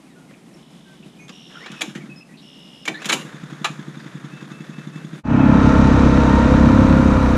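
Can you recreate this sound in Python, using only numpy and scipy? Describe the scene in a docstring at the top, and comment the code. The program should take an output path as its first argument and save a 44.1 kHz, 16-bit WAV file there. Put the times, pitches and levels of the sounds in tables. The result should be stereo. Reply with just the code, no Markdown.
"""A small gasoline pump beside a pond is pulled twice by its rope starter, catches and putters slowly.
The pump is damped muffler pulses, filtered noise for fan and valves, resonant clacks and a squealing rope.
Marsh birds sing around it in swept tones and trills, over a low murmur of filtered noise.
The pond fades and the scene changes to a ride on a utility vehicle: ringing single-cylinder exhaust pulses,
engine clatter made of noise in step with the engine, and gear tones that whine with the ground speed."""
import sys
import numpy as np
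from scipy import signal
from scipy.fft import rfft, irfft
from scipy.io import wavfile

SR = 44100
rng = np.random.default_rng(int(sys.argv[2]) if len(sys.argv) > 2 else 0)


def waveform_to_disk(signal):
    """Save audio, clipped to [-1, 1], as 16-bit WAV at the path in sys.argv[1]."""
    frames = np.transpose(np.atleast_2d(signal))
    scaled = np.clip(frames, -1, 1) * 32767
    samples = np.round(scaled).astype(np.int16)
    wavfile.write(sys.argv[1], SR, samples)


N = 325017
TIME = np.arange(N) / SR

# All levels in the tables are relative; the mix trims them further.
# Nearer birds' whistles. Each row: start in seconds, length in seconds, start pitch in Hz, end pitch in Hz,
# level in dB, roughness as a share of flutter (held within 0.01 to 1).
WHISTLES = [(0.049, 0.045, 2800, 2070, -60, 0.1), (.09, 0.06, 2050, 1700, -58, .05),
            (0.1, 0.037, 3900, 3710, -61, .1), (0.46, 0.029, 3670, 3200, -61, 0.3),
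            (0.496, 0.024, 2090, 1750, -55, 0.4), (0.147, 0.094, 1470, 1400, -51.5, 0),
            (0.286, 0.041, 2140, 1940, -51.5, 0.3), (0.337, 0.016, 2620, 2130, -44, 0.5),
            (0.538, 0.018, 5500, 5370, -51, 0.5), (0.847, 0.097, 1590, 1530, -52, 0.04),
            (1.025, 0.017, 2510, 2720, -48, 0.6), (1.179, 0.097, 2480, 2455, -44.5, 0.13),
            (1.197, 0.042, 2190, 2220, -46.5, 0), (1.198, 0.067, 6200, 6460, -55, 0.8),
            (2.002, .04, 2320, 2170, -44, 0.3), (2.093, 0.056, 2580, 2560, -40, 0.12),
            (2.157, 0.039, 5160, 5110, -43.5, 0.1), (2.202, 0.037, 2590, 2630, -46, 0.4),
            (2.284, 0.06, 1920, 1960, -50.5, 0.36), (2.335, 0.028, 2450, 2700, -49, .5),
            (2.368, 0.043, 3940, 3660, -45.5, 1.4), (3.99, 0.029, 4900, 4700, -50, 1.1)]
# Blackbird trills. Each row: start in seconds, end in seconds, notes per second, level in dB,
# low note in Hz, high note in Hz, rasp in dB.
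TRILLS = [(0.565, 1.19, 55, -54.5, 2986, 5170, 3), (1.31, 1.93, 85.5, -43.5, 2850, 5430, -1),
          (2.41, 2.905, 69.5, -46, 2870, 5230, -2)]
# Upper partials of each trill pulse. Each row: ratio to the low note, level in dB.
TRILL_RASP = [(1.14, -0.5), (1.27, -4)]
# Murmur of open country. Each row: frequency in Hz, level in dB.
AIR_SPECTRUM = [(40, -23.5), (85, -17.5), (105, -40), (125, -7.5), (160, 3.5), (190, 2), (270, 0),
                (394, -6.5), (462, -11.5), (691, -13), (1630, -24.5), (2400, -24.5), (4380, -31),
                (10000, -32), (12500, -38.5), (15000, -60)]
# Reverberation of banks and reeds. Each row: frequency in Hz, 60 dB decay time in seconds.
ECHO_DECAY = [(150, 0.79), (1000, 0.2), (4000, 0.26), (12000, 0.45)]
# Starter and frame clacks. Each row: start in seconds, level in dB, brightness in dB per octave,
# decay in seconds, hollow housing ring in dB, struck part's ring in Hz, its level in dB, board in dB.
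CLACKS = [(0.308, -46, -5.5, 0.0027, -15, 1900, 3, -12), (1.281, -45.5, 4, .006, -20, 3540, 12, -12),
          (1.292, -39.5, 0, 0.0073, -19, 5030, 13, -4), (1.66, -36, -0.5, .008, -18, 1810, 3, -11),
          (1.716, -40.5, 4, .0065, -20, 3400, 0, -6), (1.808, -28, 2.5, 0.0097, -22, 2400, 4, -14),
          (1.8148, -20.5, 4, .0035, -20, 2400, -4, -7.5), (1.893, -46, .5, .014, -20, 1600, 6, -6),
          (1.951, -37, 1.5, 0.022, -19.5, 1900, 6, -18), (2.853, -31.5, 4.5, .007, -17.5, 2230, 12, -9),
          (2.876, -19, 1.5, 0.0062, -23, 2290, 8.5, -6), (3.018, -36, 1.5, 0.017, -20, 1600, 4, -8),
          (3.044, -31.5, 2, 0.0088, -20, 2300, 6, -10), (3.055, -27.5, 6, 0.0081, -20, 3200, -6, -7),
          (3.088, -27, 5, .005, -20, 4100, 3, -8), (3.093, -17, 2.5, 0.0092, 1, 2250, 7, -7.5),
          (3.119, -23, 4.5, .004, -12, 1700, 4, -16), (3.1243, -16, 3.5, 0.0045, -24, 2330, 0, -7.5),
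          (3.134, -24, 8, 0.0065, -13, 3050, 3, -9), (3.643, -17.5, 2, .01, 11, 2490, 7, -22)]
# Overall colour of the struck frame. Each row: frequency in Hz, level in dB.
FRAME_SPECTRUM = [(120, -2), (200, -51), (363, 1.5), (998, -3.5), (1170, -1), (1780, -2), (2060, -4.5),
                  (2330, -1.5), (2600, -4.5), (3170, -2.5), (4890, -16), (7280, -11), (8260, -25.5),
                  (9380, -21.5), (15000, -42.5)]
# Resonances of the frame. Each row: frequency in Hz, width in Hz, level in dB.
FRAME_MODES = [(1230, 120, -29), (1600, 25, 5.5), (2480, 47, -13), (3420, 100, -11), (3220, 33, -20),
               (3950, 65, 1.5), (6590, 150, -17), (7450, 110, -26)]
# Hollow resonances of the housing. Each row: frequency in Hz, width in Hz, level in dB.
HOUSING_MODES = [(883, 72, -0.5), (1140, 61, 5.5), (1220, 49, 5), (1320, 16, 5), (1715, 45, -3)]
# Board under the pump. Each row: frequency in Hz, level in dB.
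BOARD_SPECTRUM = [(170, -12), (260, -3), (340, 1.5), (430, -7.5), (540, -9), (680, -9), (1000, -8)]
# The engine gulps air without firing. Each row: time in seconds, level in dB.
CHUFFS = [(1.0, -11), (1.058, -9.5), (1.297, -11), (1.70, -4.5), (1.722, -5.5), (1.879, 0.5), (1.956, 2.5),
          (1.985, -3), (2.036, -4.5), (2.091, -6.5), (2.898, -4), (3.058, 1), (3.143, -1), (3.197, -3)]
# Colour of those gulps. Each row: frequency in Hz, level in dB.
CHUFF_SPECTRUM = [(115, -27), (140, 3.5), (200, 8.5), (290, -1.5), (345, 0.5), (420, -16), (700, -28)]
# The pump turning over, one list per stretch. Each row: time in seconds, level in dB.
CRANKING = [
    [(1.5, -48), (1.6, -42.5), (1.69, -42), (1.766, -41), (1.854, -49), (2.048, -46.5), (2.2, -56)],
    [(2.9, -69), (3.01, -37.5), (3.06, -34), (3.34, -40.5), (3.86, -43), (5.2, -43.5)],
]
# Pump valves and fan. Each row: frequency in Hz, level in dB.
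PUMP_CLATTER_SPECTRUM = [(290, -5.5), (500, 0.5), (718, -7.5), (1220, -1.5), (1710, -2), (2160, -10),
                         (2450, -12.5), (3020, -16.5), (3620, -10.5), (4280, -20.5), (6240, -21.5),
                         (6690, -19), (8240, -30), (9610, -30.5), (14000, -42)]
# Gas rushing from the pump's muffler. Each row: frequency in Hz, level in dB.
GAS_SPECTRUM = [(105, -35), (125, -23), (150, -3), (180, -17), (210, 4), (260, -18), (320, -14), (360, -19),
                (420, 1), (600, -41)]
# Rope squeals as it runs out, one list per squeal. Each row: time in seconds, pitch in Hz, level in dB.
SQUEALS = [
    [(1.552, 1395, -45), (1.572, 1418, -47), (1.592, 1386, -53), (1.608, 1795, -46), (1.63, 1970, -49),
     (1.643, 2186, -39), (1.655, 2310, -51), (1.69, 2540, -50), (1.76, 2610, -54), (1.805, 2510, -44)],
    [(1.662, 1800, -42), (1.695, 1790, -49)],
    [(1.718, 1650, -56), (1.748, 1330, -53)],
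    [(2.941, 1720, -35.5), (2.97, 1770, -43), (2.99, 2013, -49), (3.006, 2500, -44.5), (3.035, 2640, -49),
     (3.18, 2800, -46), (3.24, 2800, -52)],
]
# The pump's speed once it has caught. Each row: time in seconds, firings per second.
PUMP_SPEED = [(3.25, 10.472), (3.55, 11.317), (4.0, 11.107), (4.13, 10.876), (5.13, 11.547)]
# Cavity modes of the pump's muffler. Each row: frequency in Hz, level in dB.
MUFFLER_MODES = [(158, 2.5), (230, -8), (315, -6)]
# Stereo image of birds, air and pump clatter. Each row: frequency in Hz, left-right likeness.
POND_LIKENESS = [(60, 0.7), (150, -0.04), (380, -0.41), (940, -0.28), (2360, 0.69), (5920, 0.44),
                 (14800, -0.45)]
# Stereo image of the starter, straight ahead. Each row: frequency in Hz, left-right likeness.
STARTER_LIKENESS = [(200, 0.82), (1000, 0.62), (2300, 0.66), (5000, 0.64), (12000, 0.15)]
# Fade of the pond. Each row: time in seconds, gain in dB.
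POND_FADE = [(5.17, 2), (5.205, -1.5), (5.228, -20), (5.25, -100)]
# Entry of the ride. Each row: time in seconds, gain in dB.
RIDE_FADE = [(5.22, -100), (5.24, -18), (5.255, -3), (5.31, 2)]
# The vehicle's engine. Each row: time in seconds, firings per second.
ENGINE_SPEED = [(5.3, 33.43), (5.55, 33.46), (5.8, 33.27), (6.0, 33.28), (6.2, 32.84), (6.45, 33.03),
                (6.7, 33.39), (6.95, 33.78), (7.1, 32.84), (7.36, 31.94)]
# The vehicle's layers. Each row: time in seconds, exhaust in dB, clatter in dB, hiss in dB.
RIDE_LEVELS = [(5.27, -22, -30.5, -52), (5.32, -14.5, -26, -52), (5.41, -11, -23, -49.5),
               (5.66, -12, -21, -41), (6.43, -14.5, -21, -40.5), (6.73, -10.5, -22, -42),
               (7.35, -16.5, -23.5, -43)]
# Ring of pipe and silencer. Each row: frequency in Hz, swell in seconds, delay in seconds, level in dB.
PIPE_MODES = [(278.8, .0046, 0.00095, -2.5), (220.5, 0.0043, 0.00011, -1), (123.6, 0.0062, 0.0018, -6)]
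# Level of the lowest engine orders. Each row: time in seconds, level in dB.
BOOM_LEVEL = [(5.27, -25.5), (5.82, -14.5), (6.35, -17.5), (6.51, -15), (7.3, -17)]
# Lowest engine orders. Each row: multiple of the firing rate, level in dB.
LOW_ORDERS = [(1, -7.5), (2, 2.5)]
# Engine clatter. Each row: frequency in Hz, level in dB.
BLOCK_SPECTRUM = [(210, -38), (320, 2), (367, -7.5), (470, -3.5), (540, -3.5), (595, -8.5), (648, -6.5),
                  (779, -11.5), (908, -7), (1180, -10), (1370, -8), (1590, -16), (1840, -14), (2040, -22.5),
                  (2360, -19.5), (3500, -32.5), (4550, -52.5), (7700, -120)]
# Whine of the cam drive. Each row: multiple of the firing rate, level in dB on top of the clatter curve.
CAM_ORDERS = [(14, -19.5), (19, -20), (31, -18.5), (32, -22.5), (42, -17.5)]
# The vehicle's hiss. Each row: frequency in Hz, level in dB.
HISS_SPECTRUM = [(1760, -22.5), (3000, -8), (3390, -3.5), (3630, 0.5), (3850, 4), (4150, -2.5), (5060, -7),
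                 (6050, -4), (7950, -15), (9030, -18.5), (12000, -38.5), (15600, -78), (22000, -120)]
# Top of the hiss opening up. Each row: time in seconds, level in dB.
FIZZ_LEVEL = [(5.5, -100), (6.3, -77.5), (6.7, -63), (7.36, -60)]
# Tyres and body. Each row: frequency in Hz, level in dB.
RUMBLE_SPECTRUM = [(20, -11.5), (45, -12.5), (75, 4), (130, 5), (250, 8), (330, -16), (420, -30),
                   (800, -26)]
# Gear mesh, following the ground speed. Each row: time in seconds, frequency in Hz.
MESH_PITCH = [(5.3, 849), (5.6, 869), (5.99, 905), (6.1, 906), (6.5, 936), (6.69, 963), (6.93, 987),
              (7.1, 965), (7.36, 945)]
# Tones of the gear train. Each row: multiple of the mesh, level in dB, share of flutter.
GEAR_TONES = [(1, -2.5, .03), (1.055, -12.5, 0.13), (1.5, -12, .3), (2, -19, .3)]
# Load on the gears. Each row: time in seconds, final drive in dB, mesh in dB.
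GEAR_LOAD = [(5.3, -53, -36), (5.58, -39, -31), (6.1, -31.5, -37), (6.4, -35.5, -25), (6.52, -29, -35),
             (6.7, -30.5, -36), (6.87, -28, -32.5), (7.36, -30, -36)]


def amp(db):
    """Decibels to gain."""
    return 10 ** (np.asarray(db) / 20)


def evened(x):
    """Scales to an rms of one."""
    return x / np.sqrt(np.mean(abs(x) ** 2) + 1e-20)


def read(points, hz):
    """Reads a spectrum table on a log-frequency axis."""
    f, value = np.transpose(points)
    return np.interp(np.log(hz + 1), np.log(f), value)


def curves(rows, t=TIME):
    """Each column of a time table at the times t."""
    s, *columns = np.transpose(rows)
    return [np.interp(t, s, c) for c in columns]


def add(mix, s, sound):
    """Mixes a sound in at time s."""
    part = mix[max(round(s * SR), 0):][:len(sound)]
    part += sound[:len(part)]


def noise(size=N):
    """White noise of rms one."""
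    return rng.standard_normal(size)


def colour(x, spectrum, tilt_db=0, size=8192):
    """Causal filter of unit energy with the given spectrum, falling steeply beyond its ends."""
    hz = abs(np.fft.fftfreq(size, 1 / SR)) + 1
    below = np.maximum(np.log2(spectrum[0][0] / hz), 0)
    above = np.maximum(np.log2(hz / spectrum[-1][0]), 0)
    db = read(spectrum, hz) - 30 * (below + above) + tilt_db * np.log2(hz / 2000)
    log_gain = np.log(amp(np.maximum(db, -100)))
    # minimum phase: the energy comes as early as it can
    ring = np.fft.ifft(np.exp(signal.hilbert(log_gain).conj())).real[:size // 2]
    return signal.oaconvolve(x, ring / np.linalg.norm(ring))[:len(x)]


def drift(rate, size=N):
    """Smooth random wander, of rms one over the full length, slower than about rate in Hz."""
    hz = np.fft.rfftfreq(N, 1 / SR)
    return evened(irfft(rfft(noise()) * np.exp(-(hz / rate) ** 2), N))[:size]


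def fuzz(width_hz, size):
    """Complex flutter of rms one that turns a line into a narrow band."""
    r = np.exp(-np.pi * width_hz / SR)
    return evened(signal.lfilter([1], [1, -2 * r, r * r], noise(size) + 1j * noise(size)))


def wavering(share, width_hz, size):
    """A steady line with a given share of its power in flutter."""
    share = np.clip(share, .01, 1)
    return np.sqrt(1 - share) + np.sqrt(share) * fuzz(width_hz, size)


def tone(hz, flutter=1):
    """A sine along a pitch curve, of rms one when the flutter is."""
    return np.sqrt(2) * (flutter * np.exp(2j * np.pi * np.cumsum(hz) / SR)).real


def strikes(rows):
    """A train of clicks from rows of time in seconds and level in dB."""
    out = np.zeros(N)
    for s, db in rows:
        add(out, s, amp([db]))
    return out


def late(x, s):
    """Delays a sound by s seconds."""
    return np.interp(TIME - s, TIME, x, left=0)


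def dying(clicks, decay):
    """An exponential envelope after each click, decay in seconds."""
    return signal.lfilter([1], [1, -np.exp(-1 / (decay * SR))], clicks)


def ringing(x, modes):
    """Sum of resonances from rows of frequency in Hz, width in Hz and level in dB."""
    return sum(amp(db) * signal.lfilter(*signal.iirpeak(hz, hz / max(width, 20), SR), x)
               for hz, width, db in modes)


def low_cut(x):
    """A small machine in the open radiates no deep bass."""
    return signal.sosfiltfilt(signal.butter(8, 119, "high", fs=SR, output="sos"), x)


def surroundings(x):
    """Sparse reflections off banks and reeds, each band dying at its own rate."""
    taps = rng.choice([-1., 1.], SR // 2) * (rng.random(SR // 2) < 3000 / SR)
    hz, t, z = signal.stft(taps, SR, nperseg=256)
    decay = amp(-60 * t / read(ECHO_DECAY, hz)[:, None])
    tail = signal.istft(z * decay, SR, nperseg=256)[1]
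    return late(signal.oaconvolve(x, tail / np.linalg.norm(tail))[:N], .008)


def spread(a, b, likeness):
    """Two channels from two similar sounds, as alike at each frequency as the table says."""
    same = np.clip(read(likeness, np.fft.rfftfreq(N, 1 / SR)), -1, 1)
    mid = irfft(rfft(a) * np.sqrt((1 + same) / 2), N)
    side = irfft(rfft(b) * np.sqrt((1 - same) / 2), N)
    return np.array([mid + side, mid - side])


def open_air():
    """The low murmur of open country: coloured noise with a gently wavering level."""
    return amp(-44.5) * colour(noise(), AIR_SPECTRUM) * amp(drift(15))


def whistles():
    """Short bird notes gliding between two pitches, roughened by flutter."""
    out = np.zeros(N)
    for s, length, start_hz, end_hz, db, rough in WHISTLES:
        size = int(length * SR)
        flutter = wavering(rough, 60 + 600 * abs(rough), size)
        note = tone(np.geomspace(start_hz, end_hz, size), flutter)
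        add(out, s, amp(db) * note * signal.windows.tukey(size, .4))
    return out


def clacks():
    """Pawls and handle strike the frame: a dense rattle of contacts rings its modes, then shivers on."""
    out, t = np.zeros(N), np.arange(SR // 4) / SR
    for s, db, bright_db, decay, hollow_db, ring_hz, ring_db, board_db in CLACKS:
        rise = .011 * 2 ** (db / 10.5)  # seconds: harder blows rattle up for longer
        since = np.maximum(t - rise - .0033, 0)  # each blow lingers a moment
        force = np.minimum(t / rise, 1) * (np.exp(-since / decay) + amp(-15.5) * np.exp(-since / .02))
        contacts = force * noise(len(t))
        # each blow favours other modes
        modes = [(hz, width, mode_db + 7 * rng.standard_normal()) for hz, width, mode_db in FRAME_MODES]
        frame = .7 * ringing(contacts, modes)
        housing = amp(hollow_db) * ringing(contacts, HOUSING_MODES)
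        struck_part = ringing(contacts, [(ring_hz, 220, ring_db)])
        blow = evened(colour(contacts + frame + housing + struck_part, FRAME_SPECTRUM, bright_db))
        # the board under the pump answers later and lower
        board_force = np.minimum(t / .015, 1) * np.exp(-t / .026)
        board = colour(board_force * noise(len(t)), BOARD_SPECTRUM)
        add(out, s, amp(db) * (blow * np.sqrt(np.mean(force ** 2)) + amp(board_db) * board))
    return out


def trills():
    """Even pulses sweep up on a low note and its rasp, with a high note between pulses."""
    out = np.zeros(N)
    for start, end, rate, db, low_hz, high_hz, rasp_db in TRILLS:
        size = int((end - start) * SR)
        t = np.arange(size) / SR
        cycle = (t * rate + .035 * drift(25, size)) % 1
        pulse = np.sin(np.pi * cycle) ** 2
        sweep = 1 + .092 * (cycle - .5)
        low = (.4 + pulse) * tone(low_hz * sweep, wavering(.22, 350, size))
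        partials = sum(amp(d) * tone(k * low_hz * sweep ** 2, wavering(.6, 700, size))
                       for k, d in TRILL_RASP)
        rasp = (.35 + pulse) * partials
        high_curve = high_hz * (1 + .04 * np.exp(-t / .12))  # settles down onto its pitch
        high = (1.35 - pulse) * tone(high_curve, wavering(.7, 600, size))
        song = low + amp(rasp_db) * rasp + amp(-4.5) * high
        add(out, start, amp(db) * evened(song) * signal.windows.tukey(size, .07))
    return out


def chuffs():
    """Unfired strokes gulp air: clicks softened into short low breaths."""
    return colour(strikes(CHUFFS), CHUFF_SPECTRUM)


def pump_clatter(fired):
    """Fan and valve noise swells at each firing, and a valve ticks just after it."""
    kicks = strikes(fired)
    level = sum(amp(curves(rows)[0]) * (TIME > rows[0][0]) * (TIME < rows[-1][0]) for rows in CRANKING)
    beat = 1 + .62 * dying(kicks, .02) + .41 * dying(late(kicks, .075), .012)
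    rattle = noise() * beat * amp(2.03 * drift(60))
    whirr = amp(-3) * level * colour(rattle, PUMP_CLATTER_SPECTRUM)
    valve = amp(-45) * tone(np.full(N, 3520), fuzz(300, N))
    valve = valve + amp(-51) * tone(np.full(N, 6700), fuzz(800, N))
    ticks = dying(late(kicks, .004), .02) * valve
    muffler_wash = amp(-42) * dying(kicks, .045) * colour(noise(), GAS_SPECTRUM)
    return low_cut(whirr + ticks + muffler_wash)


def rope():
    """The cord squeals through its guide in small jerks, with a harsh overtone as it first bites."""
    out = np.zeros(N)
    for rows in SQUEALS:
        start, length = rows[0][0], max(rows[-1][0] - rows[0][0], .01)
        t = np.arange(0, length, 1 / SR)
        hz, db = curves(rows, start + t)
        hz = hz * (1 + .0097 * drift(125, len(t)))  # the cord's speed wavers
        edges = np.minimum(np.minimum(t, length - t) / .005, 1)
        overtone = amp(-6 - 128 * t) * tone(2.18 * hz, fuzz(490, len(t)))
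        squeal = tone(hz, wavering(.3, 300, len(t))) + overtone
        jerks_db = 3.5 * drift(90, len(t))
        add(out, start, edges * amp(db + jerks_db) * squeal)
    return out


def firings():
    """One firing each engine cycle from the catch on: rows of time in seconds and level in dB."""
    catch_s, settle_s = 3.247, .1
    cycles = np.cumsum(curves(PUMP_SPEED)[0] * (TIME >= catch_s)) / SR
    count = np.interp(POND_FADE[0][0], TIME, cycles)
    times = TIME[np.searchsorted(cycles, np.arange(count), side="right")]
    weak_db = -3 * np.exp(-(times - catch_s) / settle_s)  # the first firings are feeble
    return list(zip(times, -7 + weak_db + rng.standard_normal(len(times))))


def muffler_puffs(fired):
    """Each firing swells softly through the damped muffler and rings its cavity modes."""
    t, out = np.arange(SR // 15) / SR, np.zeros(N)
    u = t / .0095
    swell = (u * np.exp(1 - u)) ** 3.5
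    since_crest = t - t[swell.argmax()]  # the modes crest together at the top of the swell
    for s, db in fired:
        puff = sum(amp(mode_db + .81 * rng.standard_normal()) * np.cos(2 * np.pi * hz * since_crest)
                   for hz, mode_db in MUFFLER_MODES)
        add(out, s - .0045, amp(db - 26.5) * swell * puff)
    return out


def piping(count):
    """One bird's soft repeated note, which scoops up to its pitch and drops at the end."""
    start_s, every_s, length_s = 4.303, .205, .119
    out, u = np.zeros(N), np.linspace(0, 1, int(length_s * SR))
    arch = 1 - .08 * (1 - u) ** 8 - .03 * u ** 5
    for k in range(count):
        note = tone(2652 * arch * (1 + .004 * drift(40, len(u))))
        add(out, start_s + k * every_s, amp(-48) * note * signal.windows.tukey(len(u), .4))
    return out


def pond(fired):
    """Birds, with their reflections, and the pump's clatter over the open air."""
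    song = whistles() + trills() + piping(count=4)
    return amp(-5.5) * song + amp(-10.5) * surroundings(song) + pump_clatter(fired) + open_air()


def starter():
    """Clacks and rope, with the reflections of the bank."""
    near = low_cut(clacks() + rope())
    return near + amp(-10) * surroundings(near)


def pump_exhaust(fired):
    """Puffs and chuffs, with one distinct echo off the bank and scattered reflections on each side."""
    direct = amp(3.5) * muffler_puffs(fired) + amp(-5) * chuffs()
    bank = amp(-10) * late(direct, .02057)
    scattered = amp(-5) * np.array([surroundings(direct), surroundings(direct)])
    return low_cut(direct + bank + scattered)


def engine_turns():
    """The vehicle engine's running count of cycles, slightly uneven; whole numbers are firings."""
    turns = np.cumsum(curves(ENGINE_SPEED)[0]) / SR
    return turns - np.interp(5.3162, TIME, turns) + .003 * drift(15)


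def vehicle_exhaust(turns):
    """Each firing sets pipe and silencer ringing for a few cycles, swelling and dying smoothly."""
    fired = np.diff(np.floor(turns), prepend=np.floor(turns[0])) * amp(.34 * drift(25))
    t = np.arange(-SR // 30, SR // 30) / SR
    ring = sum(amp(db) * np.exp(-((t - delay) / swell) ** 2 / 2) * np.cos(2 * np.pi * hz * (t - delay))
               for hz, swell, delay, db in PIPE_MODES)
    return evened(signal.oaconvolve(fired, ring, "same"))


def boom(turns):
    """The lowest engine orders as wavering sines locked to the engine cycle."""
    lag = .335  # cycles
    orders = sum(amp(db + 2.2 * drift(25)) * np.cos(2 * np.pi * k * (turns - lag)) for k, db in LOW_ORDERS)
    return amp(curves(BOOM_LEVEL)[0] - 3.5) * evened(orders)


def engine_clatter(turns, gate):
    """Mechanical noise through the block, partly the same rattle coming round every cycle."""
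    knocks = noise(2048)
    repeating = np.interp(turns % 1, np.linspace(0, 1, len(knocks)), knocks)
    rattle = gate * (noise() + .79 * repeating) * amp(.45 * drift(73))
    return evened(colour(rattle, BLOCK_SPECTRUM))


def cam_whine(turns):
    """High engine orders of the cam drive, each wavering in level."""
    return sum(amp(db + 2 * drift(4.3)) * np.sqrt(2) * np.cos(2 * np.pi * k * turns)
               for k, db in CAM_ORDERS)


def gear_whine():
    """Gear tones swell with the load and follow the ground speed; a thin high whine swells and fades early."""
    mesh_hz = curves(MESH_PITCH)[0]
    drive_db, mesh_db = curves(GEAR_LOAD)
    gears = sum(amp(db + drift(3.9)) * tone(k * mesh_hz, wavering(share, 42, N))
                for k, db, share in GEAR_TONES)
    final_drive = tone(.541 * mesh_hz, wavering(.04, 30, N))
    thin_db = -43.5 - 56.5 * abs(TIME - 5.41)  # dB, falling per second either side of its peak
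    thin_whine = amp(thin_db) * tone(np.full(N, 2595), wavering(.47, 60, N))
    return amp(drive_db) * final_drive + amp(mesh_db) * gears + thin_whine


def vehicle():
    """One exhaust pulse every engine cycle, with clatter in step, hiss, tyre rumble and gear whine."""
    turns = engine_turns()
    exhaust_db, clatter_db, hiss_db = curves(RIDE_LEVELS)
    # clatter and hiss swell a little as the valves close
    gate = evened(1 + .48 * np.exp(-((turns - .53) % 1) / .13))
    exhaust = amp(exhaust_db - 2) * vehicle_exhaust(turns)
    clatter = amp(clatter_db - 1.5) * engine_clatter(turns, gate)
    cam = amp(clatter_db) * cam_whine(turns)
    hiss = amp(hiss_db - 1.4) * colour(gate * noise(), HISS_SPECTRUM)
    rumble = amp(exhaust_db - 7.5) * colour(noise(), RUMBLE_SPECTRUM)
    fizz_spectrum = [(8000, 2.5), (10000, -2.5), (11500, -9.5), (13800, -7)]  # Hz, dB
    fizz = amp(curves(FIZZ_LEVEL)[0]) * colour(noise(), fizz_spectrum)
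    return exhaust + boom(turns) + clatter + cam + hiss + rumble + gear_whine() + fizz


def scene():
    """The pond in stereo fades out; the ride cuts in, dead centre."""
    fired = firings()
    surround = spread(pond(fired), pond(fired), POND_LIKENESS)
    pulls = spread(starter(), starter(), STARTER_LIKENESS)
    outdoors = surround + pulls + pump_exhaust(fired)
    ride = vehicle() * amp(curves(RIDE_FADE)[0]) * (TIME > RIDE_FADE[0][0])
    return outdoors * amp(curves(POND_FADE)[0]) + ride


def record(dry):
    """Peaks round off near full scale; then a low-pass takes off the top of the treble."""
    rounded = dry / (1 + (abs(dry) / .97) ** 8) ** (1 / 8)
    low_pass = signal.firwin(511, 15300, window=("kaiser", 9), fs=SR)  # edge in Hz
    return signal.oaconvolve(rounded, low_pass[None], "same")


dry = scene()
out = record(dry)
waveform_to_disk(out)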